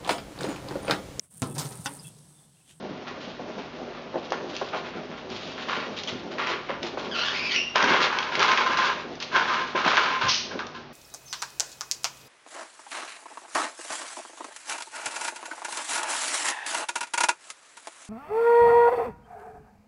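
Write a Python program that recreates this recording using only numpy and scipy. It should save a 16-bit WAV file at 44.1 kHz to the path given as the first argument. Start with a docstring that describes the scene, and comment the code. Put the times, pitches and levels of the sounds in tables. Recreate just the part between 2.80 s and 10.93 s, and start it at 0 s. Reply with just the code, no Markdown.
"""Puppies scuffling over a plastic bottle

Paws pad, knock and slide on a newspaper-covered floor in a small, hard room. The sheets rub in
tiny slips, crinkle and snap, and something rubbed hard squeaks by stick-slip. Then the bottle is
shoved about, its wall and air ringing hollowly, and a last skid swishes over the paper."""
import sys
import numpy as np
from scipy import signal
from scipy.fft import rfft, irfft, next_fast_len
from scipy.io import wavfile

SR = 44100
rng = np.random.default_rng(int(sys.argv[2]) if len(sys.argv) > 2 else 0)


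def wav_record(signal):
    """Record a signal, one row per channel, as 16-bit PCM in the file named by sys.argv[1]."""
    frames = np.transpose(np.atleast_2d(signal))
    bounded = np.clip(frames, -1, 1)
    # unit amplitude maps onto the largest positive 16-bit level
    quanta = np.round(bounded * 32767).astype(np.int16)
    wavfile.write(sys.argv[1], SR, quanta)


N = 358533
TIME = np.arange(N) / SR


def amp(db):
    """Decibels to gain."""
    return 10 ** (np.asarray(db) / 20)


def unit(x):
    """Scales to rms 1."""
    return x / np.sqrt(np.mean(x ** 2) + 1e-20)


def unit_hit(x):
    """Scales a hit to the energy of 5 ms at rms 1."""
    return x * np.sqrt(.005 * SR / np.sum(x ** 2))


def at_hz(points, hz):
    """Interpolates (freq_hz, value) rows on a log-frequency axis."""
    freq_hz, value = np.transpose(points)
    return np.interp(np.log(hz + 1), np.log(freq_hz + 1), value)


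def add(mix, start_s, sound):
    """Mixes a sound in at start_s."""
    part = mix[max(round(start_s * SR), 0):][:len(sound)]
    part += sound[:len(part)]


def coloured(x, spectrum):
    """Minimum-phase filter: clicks keep their sharp front."""
    hz = abs(np.fft.fftfreq(4096, 1 / SR))
    log_gain = np.log(amp(at_hz(spectrum, hz)))
    taps = np.fft.ifft(np.exp(np.conj(signal.hilbert(log_gain)))).real
    return signal.oaconvolve(x, taps[:len(taps) // 2])[:len(x)]


def wander(rate_hz):
    """Smooth random motion of rms 1, up to about rate_hz."""
    size = next_fast_len(N)
    hz = np.fft.rfftfreq(size, 1 / SR)
    spectrum = rfft(rng.standard_normal(size)) * np.exp(-(hz / rate_hz) ** 2)
    return unit(irfft(spectrum)[:N])


def grains(per_s, spread_db):
    """Random impulses; a positive spread makes a few larger, a negative one a few smaller."""
    size = amp(spread_db * np.minimum(rng.exponential(1, N), 4))
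    return unit(size * rng.choice([-1, 1], N) * (rng.random(N) < per_s / SR))


def slips(jerky_db=1.5):
    """Friction as a jerky stream of tiny slips."""
    return grains(per_s=2600, spread_db=3.5) * amp(jerky_db * wander(rate_hz=60))


def push(length_s, attack_s, sag_db_per_s, release_db_per_s):
    """Gain of one push: takes hold, eases off, lets go."""
    t = TIME[:SR]
    fall_db = sag_db_per_s * np.minimum(t, length_s) + release_db_per_s * np.maximum(t - length_s, 0)
    return np.minimum(t / attack_s, 1) * amp(-fall_db)


def rattle(t60_s):
    """Decaying chatter of a contact."""
    t = TIME[:SR // 5]
    return rng.standard_normal(len(t)) * amp(-60 * t / t60_s)


def blow(centre_hz, t60_s, skirt_db_per_oct, chatter):
    """One pulse plus chatter through a broad spectral hump."""
    force = chatter * rattle(t60_s)
    force[0] += 1
    octaves = np.linspace(-5, 5, 21)
    hump = [(centre_hz * 2 ** k, skirt_db_per_oct * (1 - np.hypot(k, 1))) for k in octaves]
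    return unit_hit(coloured(force, hump))


# room air spectrum: freq_hz, gain_db
AIR_SPECTRUM = [(18, -62.5), (30, -12.5), (101, 3), (145, -6.5), (190, -10), (234, -4.5), (369, 4),
                (496, -12.5), (638, 2.5), (1100, -1), (3370, -8.5), (5450, -13.5), (7000, -29.5),
                (9100, -69), (15400, -120)]
# hum partials: pitch_hz, rms_db
HUM_PARTIALS = [(50, -69), (152, -56.5), (240, -52.5), (380, -57)]
def background(air_db=-47, waver_rad=0.89):
    """Room air and a wavering hum."""
    hum = np.zeros(N)
    for pitch_hz, rms_db in HUM_PARTIALS:
        phase = 2 * np.pi * pitch_hz * TIME + waver_rad * wander(rate_hz=7.5)
        hum += amp(rms_db) * np.sqrt(2) * np.sin(phase)
    return hum + amp(air_db) * unit(coloured(rng.standard_normal(N), AIR_SPECTRUM))


# weight shifting on the floor: time_s, level_db
WEIGHT_LEVELS = [(0.0, -40), (3.4, -38.5), (4.0, -40), (7.38, -41), (7.55, -51), (7.73, -40.5),
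                 (8.13, -52.5)]
def shifting_weight():
    """Gain of paws and bodies bearing on the floor."""
    return amp(np.interp(TIME, *np.transpose(WEIGHT_LEVELS)))


# padding spectrum: freq_hz, gain_db
PAD_SPECTRUM = [(40, -35.5), (120, -14.5), (210, 3), (400, 3), (650, 1.5), (1000, -9.5), (2000, -24)]
def padding(weight, lumpy_db=3.5):
    """Soft, dull thuds of paws and bodies on the papered floor."""
    thuds = grains(per_s=2300, spread_db=1.0) * amp(lumpy_db * wander(rate_hz=14))
    return weight * unit(coloured(thuds, PAD_SPECTRUM))


# paper friction spectrum: freq_hz, gain_db
SLIDE_SPECTRUM = [(60, -57), (200, -21), (400, -5), (700, -7.5), (1050, 0.5), (1700, -3), (2500, -5.5),
                  (3500, -11.5), (6000, -30)]
def sliding(rub_power):
    """Paws and bottle drag the sheets over each other."""
    return np.sqrt(rub_power) * unit(coloured(slips(), SLIDE_SPECTRUM))


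# paper buckling spectrum: freq_hz, gain_db
CRINKLE_SPECTRUM = [(700, -29.5), (1800, -7.5), (2800, 0), (3800, -0.5), (5000, -6.5), (6200, -13),
                    (7500, -1.5)]
def crinkling(crease_power, gain_db=10.5, clump_db=2.5):
    """Clumps of tiny bright buckles in the sheets."""
    buckles = grains(per_s=2400, spread_db=2.5) * amp(clump_db * wander(rate_hz=20))
    return np.sqrt(crease_power) * amp(gain_db) * unit(coloured(buckles, CRINKLE_SPECTRUM))


# blows on the floor: start_s, relative_db, centre_hz, t60_s
FLOOR_KNOCKS = [(0.094, -27, 235, 0.38), (0.594, -30.5, 544, 0.12), (1.341, -26, 500, 0.061),
                (1.356, -19.5, 443, 0.11), (1.521, -19, 744, 0.0062), (1.53, -25, 1030, 0.1),
                (1.813, -20.5, 550, 0.069), (1.934, -21, 610, 0.23), (2.150, -28, 280, 0.2),
                (2.51, -30.5, 220, 0.23), (2.97, -26.5, 303, .12), (3.325, -27.5, 226, 0.2),
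                (3.700, -26, 495, 0.15), (3.896, -23.5, 544, 0.11), (4.173, -23, 600, 0.098),
                (4.957, -18.5, 656, 0.016), (5.03, -19, 380, 0.2), (5.106, -20.5, 300, .13),
                (5.135, -14.5, 816, 0.18), (5.576, -24.5, 380, 0.12), (6.250, -29, 323, 0.2),
                (6.949, -21, 450, 0.078), (7.062, -17, 456, 0.039), (7.176, -13.5, 1300, .041),
                (7.435, -29, 116, 0.24), (7.751, -28, 350, 0.066), (7.792, -30, 1200, .051)]
def knocks(gain_db=1):
    """Paws and bottle strike the papered floor; long blows end in a scuff."""
    out = np.zeros(N)
    for start_s, relative_db, centre_hz, t60_s in FLOOR_KNOCKS:
        knock = blow(centre_hz, t60_s, skirt_db_per_oct=18, chatter=0.24)
        add(out, start_s, amp(relative_db + gain_db) * knock)
    return out


# paw drags: start_s, length_s, rub_db, crease_relative_db
PAW_DRAGS = [ (0.265, 0.02, -32.5, -43.5), (0.398, 0.1, -50, -45.5), (0.776, 0.044, -38.5, -49),
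             (1.14, 0.05, -41.5, -59), (1.373, .08, -58, -49), (1.517, .04, -37.5, -46),
             (1.69, 0.31, -43.5, -41.5), (1.924, 0.026, -30.5, -49), (2.035, 0.044, -37.5, -48),
             (2.13, 0.043, -38, -63), (2.3, 0.069, -42, -50.5), (2.49, 0.81, -43.5, -40.5),
             (2.769, 0.062, -36.5, -43), (2.88, 0.059, -26.5, -39), (2.956, 0.084, -31.5, -41.5),
             (3.161, 0.031, -42, -35), (3.269, 0.018, -36.5, -36), (3.327, 0.051, -51, -50.5),
             (3.507, 0.014, -39, -43), (3.577, 0.067, -27, -39.5), (3.661, 0.073, -27.5, -36.5),
             (3.884, 0.024, -26, -52), (4.022, 0.044, -37.5, -38), (4.17, 0.1, -38, -39.5),
             (4.336, .42, -31.5, -36), (6.395, 0.035, -40.5, -35.5)]
def paw_drags(weight, idle_rub_db=-8.5, idle_crease_db=-14.5):
    """Rub and crease power under the paws; shifting weight keeps both going faintly."""
    rub = (weight * amp(idle_rub_db)) ** 2
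    crease = (weight * amp(idle_crease_db)) ** 2
    for start_s, length_s, rub_db, crease_relative_db in PAW_DRAGS:
        power = push(length_s, attack_s=0.011, sag_db_per_s=19, release_db_per_s=264) ** 2
        add(rub, start_s, power * amp(rub_db) ** 2)
        add(crease, start_s, power * amp(crease_relative_db) ** 2)
    return rub, crease


# paper and plastic snaps: start_s, relative_db, centre_hz
CREASE_SNAPS = [(1.505, -35, 4000), (1.522, -30.5, 4000), (1.765, -28, 3900), (2.501, -36, 3970),
                (3.235, -27, 4600), (3.584, -28, 1960), (3.671, -25.5, 2000), (4.03, -28.5, 3170),
                (4.958, -17.5, 2480), (4.981, -22, 2640), (5.027, -19, 2470), (5.136, -23, 2200),
                (5.387, -19.5, 2540), (5.429, -25, 2400), (5.553, -18.5, 2620), (5.594, -20, 3260),
                (5.628, -18.5, 2900), (5.716, -20, 2320), (5.775, -17.5, 1990), (5.972, -22, 2120),
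                (6.354, -41, 3800), (6.402, -30.5, 3500), (6.426, -24.5, 3840), (6.566, -19, 1800),
                (7.17, -16, 1950), (7.178, -23, 2040), (7.791, -31, 2230), (7.868, -35, 3800)]
def snaps(gain_db=1):
    """Creases and dents give way in a few milliseconds."""
    out = np.zeros(N)
    for start_s, relative_db, centre_hz in CREASE_SNAPS:
        snap = blow(centre_hz, t60_s=0.02, skirt_db_per_oct=17, chatter=0.74)
        add(out, start_s, amp(relative_db + gain_db) * snap)
    return out


# squeak spectrum: freq_hz, gain_db
SQUEAK_SPECTRUM = [(1400, -11.5), (2800, -4), (4000, -3.5), (5700, -12.5), (6000, -14.5)]
# one track per squeak: time_s, pitch_hz, relative_db, roughness
SQUEAK_TRACKS = [
    [(3.274, 3094, -25.5, 0.36), (3.295, 3100, -36, 0.7)],
    [(4.308, 1640, -34.5, 0.42), (4.375, 1374, -29, 0.52), (4.415, 1430, -23, 0.6), (4.45, 1550, -30, 1)],
    [(4.43, 1803, -33, 0.85), (4.455, 1729, -27.5, 1.05), (4.545, 1535, -32, 0.67)],
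    [(4.53, 2110, -29, 0.77), (4.58, 2385, -27.5, 0.96), (4.62, 2520, -29, 0.53), (4.68, 2440, -29, 0.42),
     (4.73, 2142, -26.5, 1.03), (4.765, 2610, -21, 1.11), (4.79, 2710, -20.5, 0.42),
     (4.825, 2814, -28, 0.15), (4.92, 2796, -36, 0)],
    [(4.69, 3200, -37, 0.26), (4.725, 3190, -26.5, 0.54), (4.775, 2840, -47, 0.4), (4.81, 2760, -22, 0)],
]
def squeaks(gain_db=-1, jitter=0.0733, flutter_db=4, overtone_db=-3, rasp=0.36, split=0.1):
    """Stick-slip pitch follows rubbing speed; uneven grip makes it hoarse and splits the tone."""
    out = np.zeros(N)
    for detune, strength in [(0, 1), (split, .5), (-split, .5)]:  # main contact, two side contacts
        speed, grip, grit = wander(rate_hz=153.8), wander(rate_hz=260), wander(rate_hz=1300)
        for track in SQUEAK_TRACKS:
            time_s, *columns = np.transpose(track)
            on = (TIME > time_s[0]) & (TIME < time_s[-1])
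            pitch_hz, relative_db, roughness = (np.interp(TIME[on], time_s, c) for c in columns)
            bend = 1 + roughness * (detune + jitter * speed[on])
            phase = 2 * np.pi * np.cumsum(pitch_hz * bend) / SR
            tone = 0
            for k in range(1, 5):
                harmonic_db = at_hz(SQUEAK_SPECTRUM, k * pitch_hz) + overtone_db * (k - 1)
                tone += amp(harmonic_db) * np.sin(k * phase)
            hoarse = tone * amp(flutter_db * grip[on]) * (1 + rasp * roughness * grit[on])
            fade = signal.windows.tukey(on.sum(), .1)
            out[on] += strength * amp(relative_db + gain_db) * unit(hoarse) * fade
    return out


# bottle shoves: start_s, length_s, friction_db, crease_relative_db, bottle_share
BOTTLE_SHOVES = [ (4.946, .11, -18.5, -33, 0.4), (5.071, 0.093, -17.5, -28.5, 0.24),
                 (5.196, 0.072, -21.5, -28, 0.07), (5.313, 0.17, -25.5, -42.5, 0.73),
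                 (5.51, 0.11, -28.5, -37, 0.5), (5.591, 0.052, -18, -25.5, 0.3),
                 (5.671, 0.067, -18, -31.5, 0.6), (5.77, 0.049, -19.5, -31, .75),
                 (5.854, .09, -22, -37, 0.83), (5.966, 0.13, -21, -29.5, 0.68),
                 (6.135, 0.064, -32.5, -43.5, 0.5), (6.513, 0.16, -27.5, -39.5, 0.55),
                 (6.54, .065, -19.5, -46, 0.89), (6.672, .15, -23.5, -38, 0.79),
                 (6.865, 0.11, -36.5, -45, 0.7), (6.949, 0.062, -21.5, -39, 0.6),
                 (7.035, 0.13, -20.5, -29.5, 0.4), (7.17, 0.2, -22, -35.5, 0.53),
                 (7.407, 0.067, -21.5, -34, 0.6), (7.705, 0.019, -34, -58, 0.9),
                 (7.786, 0.028, -32, -52, 0.96), (7.938, .025, -37, -47.5, 1)]
def bottle_shoves():
    """Rub, crease and scrape power of the shoved bottle; paper and bottle share the friction."""
    rub, crease, scrape = np.zeros((3, N))
    for start_s, length_s, friction_db, crease_relative_db, bottle_share in BOTTLE_SHOVES:
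        power = push(length_s, attack_s=0.012, sag_db_per_s=19.5, release_db_per_s=237.5) ** 2
        friction = power * amp(friction_db) ** 2
        add(rub, start_s, friction * (1 - bottle_share))
        add(scrape, start_s, friction * bottle_share)
        add(crease, start_s, power * amp(crease_relative_db) ** 2)
    return rub, crease, scrape


# bottle resonances: pitch_hz, width_hz, peak_db
HOLLOW_MODES = [(960, 11, -19.5), (982, 27, -3.5), (1021, 29, -8), (1038, 12.3, 6), (1194, 9.3, 2),
                (1268, 10, 3), (1355, 45, -4), (1490, 83, -2.5), (1582, 32, 0), (2173, 81, -8.5),
                (2570, 130, -18)]
def bottle(drive):
    """The bottle's wall and air ring in narrow modes."""
    t = TIME[:SR // 5]
    ring = np.zeros(len(t))
    for pitch_hz, width_hz, peak_db in HOLLOW_MODES:
        decay = np.exp(-np.pi * width_hz * t)
        ring += amp(peak_db) * width_hz * decay * np.cos(2 * np.pi * pitch_hz * t)
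    return signal.oaconvolve(drive, ring)[:len(drive)]


def scraping(scrape_power):
    """Friction rings the bottle as it is pushed along."""
    return np.sqrt(scrape_power) * unit(bottle(slips()))


# bottle bumps: start_s, level_db
BOTTLE_BUMPS = [(4.962, -21.5), (5.041, -12.5), (5.688, -30), (5.801, -23.5), (5.99, -18), (6.561, -18),
                (6.699, -19), (7.076, -12.5), (7.178, -24), (7.439, -23), (7.799, -25.5)]
def bumps(t60_s=0.062):
    """Each bump sets the tumbling bottle ringing."""
    out = np.zeros(N)
    for start_s, level_db in BOTTLE_BUMPS:
        add(out, start_s, amp(level_db) * unit_hit(bottle(rattle(t60_s))))
    return out


# skid spectrum: freq_hz, gain_db
SKID_SPECTRUM = [(500, -43), (1800, -10), (2500, -3.5), (3000, 2), (4000, -1.5), (4800, 0.5), (5900, -0.5),
                 (6500, -4.5), (7200, -11)]
def skid(start_s=7.479, level_db=-14):
    """Fast sliding fuses the slips into a bright swish that fades as it slows."""
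    speed = np.zeros(N)
    add(speed, start_s, push(length_s=0.13, attack_s=0.014, sag_db_per_s=104, release_db_per_s=228))
    swish = unit(coloured(grains(per_s=2300, spread_db=-3.5), SKID_SPECTRUM))
    return speed * amp(level_db) * swish


# reverberation: freq_hz, t60_s
ROOM_DECAY = [(100, 0.37), (400, 0.42), (1200, 0.52), (3000, 0.53), (7000, 0.45)]
def room(x, wet_db, gap_s=.005, echoes_per_s=3000):
    """Close walls return dense reflections that die band by band."""
    t = TIME[:SR // 2]
    signs = rng.choice([-1., 1.], len(t))
    arrivals = (rng.random(len(t)) < echoes_per_s / SR) & (t > gap_s)
    hz, age_s, bands = signal.stft(signs * arrivals, SR, nperseg=256)
    decay = amp(-60 * age_s / at_hz(ROOM_DECAY, hz)[:, None])
    _, tail = signal.istft(bands * decay, SR, nperseg=256)
    echo = signal.oaconvolve(x, tail / np.linalg.norm(tail))[:N]
    return (x + amp(wet_db) * echo) / np.hypot(1, amp(wet_db))


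def scene():
    """The scuffle in its room; the bottle's hollow ring is a little drier than the rest."""
    weight = shifting_weight()
    paw_rub, paw_crease = paw_drags(weight)
    shove_rub, shove_crease, scrape = bottle_shoves()
    scuffle = padding(weight) + sliding(paw_rub + shove_rub) + crinkling(paw_crease + shove_crease)
    scuffle += snaps() + knocks() + squeaks() + skid()
    hollow = scraping(scrape) + bumps()
    return (room(scuffle, wet_db=-5) + room(hollow, wet_db=-6.5) + background())[None]


# microphone response: freq_hz, gain_db
MIC_RESPONSE = [(20, -15.5), (50, 1.5), (6000, -3), (6600, -9.5), (7200, -22.5), (7700, -43)]
def record(dry, cutoff_hz=7750):
    """A small narrow-band microphone."""
    low_pass = signal.firwin(511, cutoff_hz, window=("kaiser", 9), fs=SR)
    return signal.oaconvolve(coloured(dry[0], MIC_RESPONSE), low_pass, "same")[None]


dry = scene()
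out = record(dry)
wav_record(out)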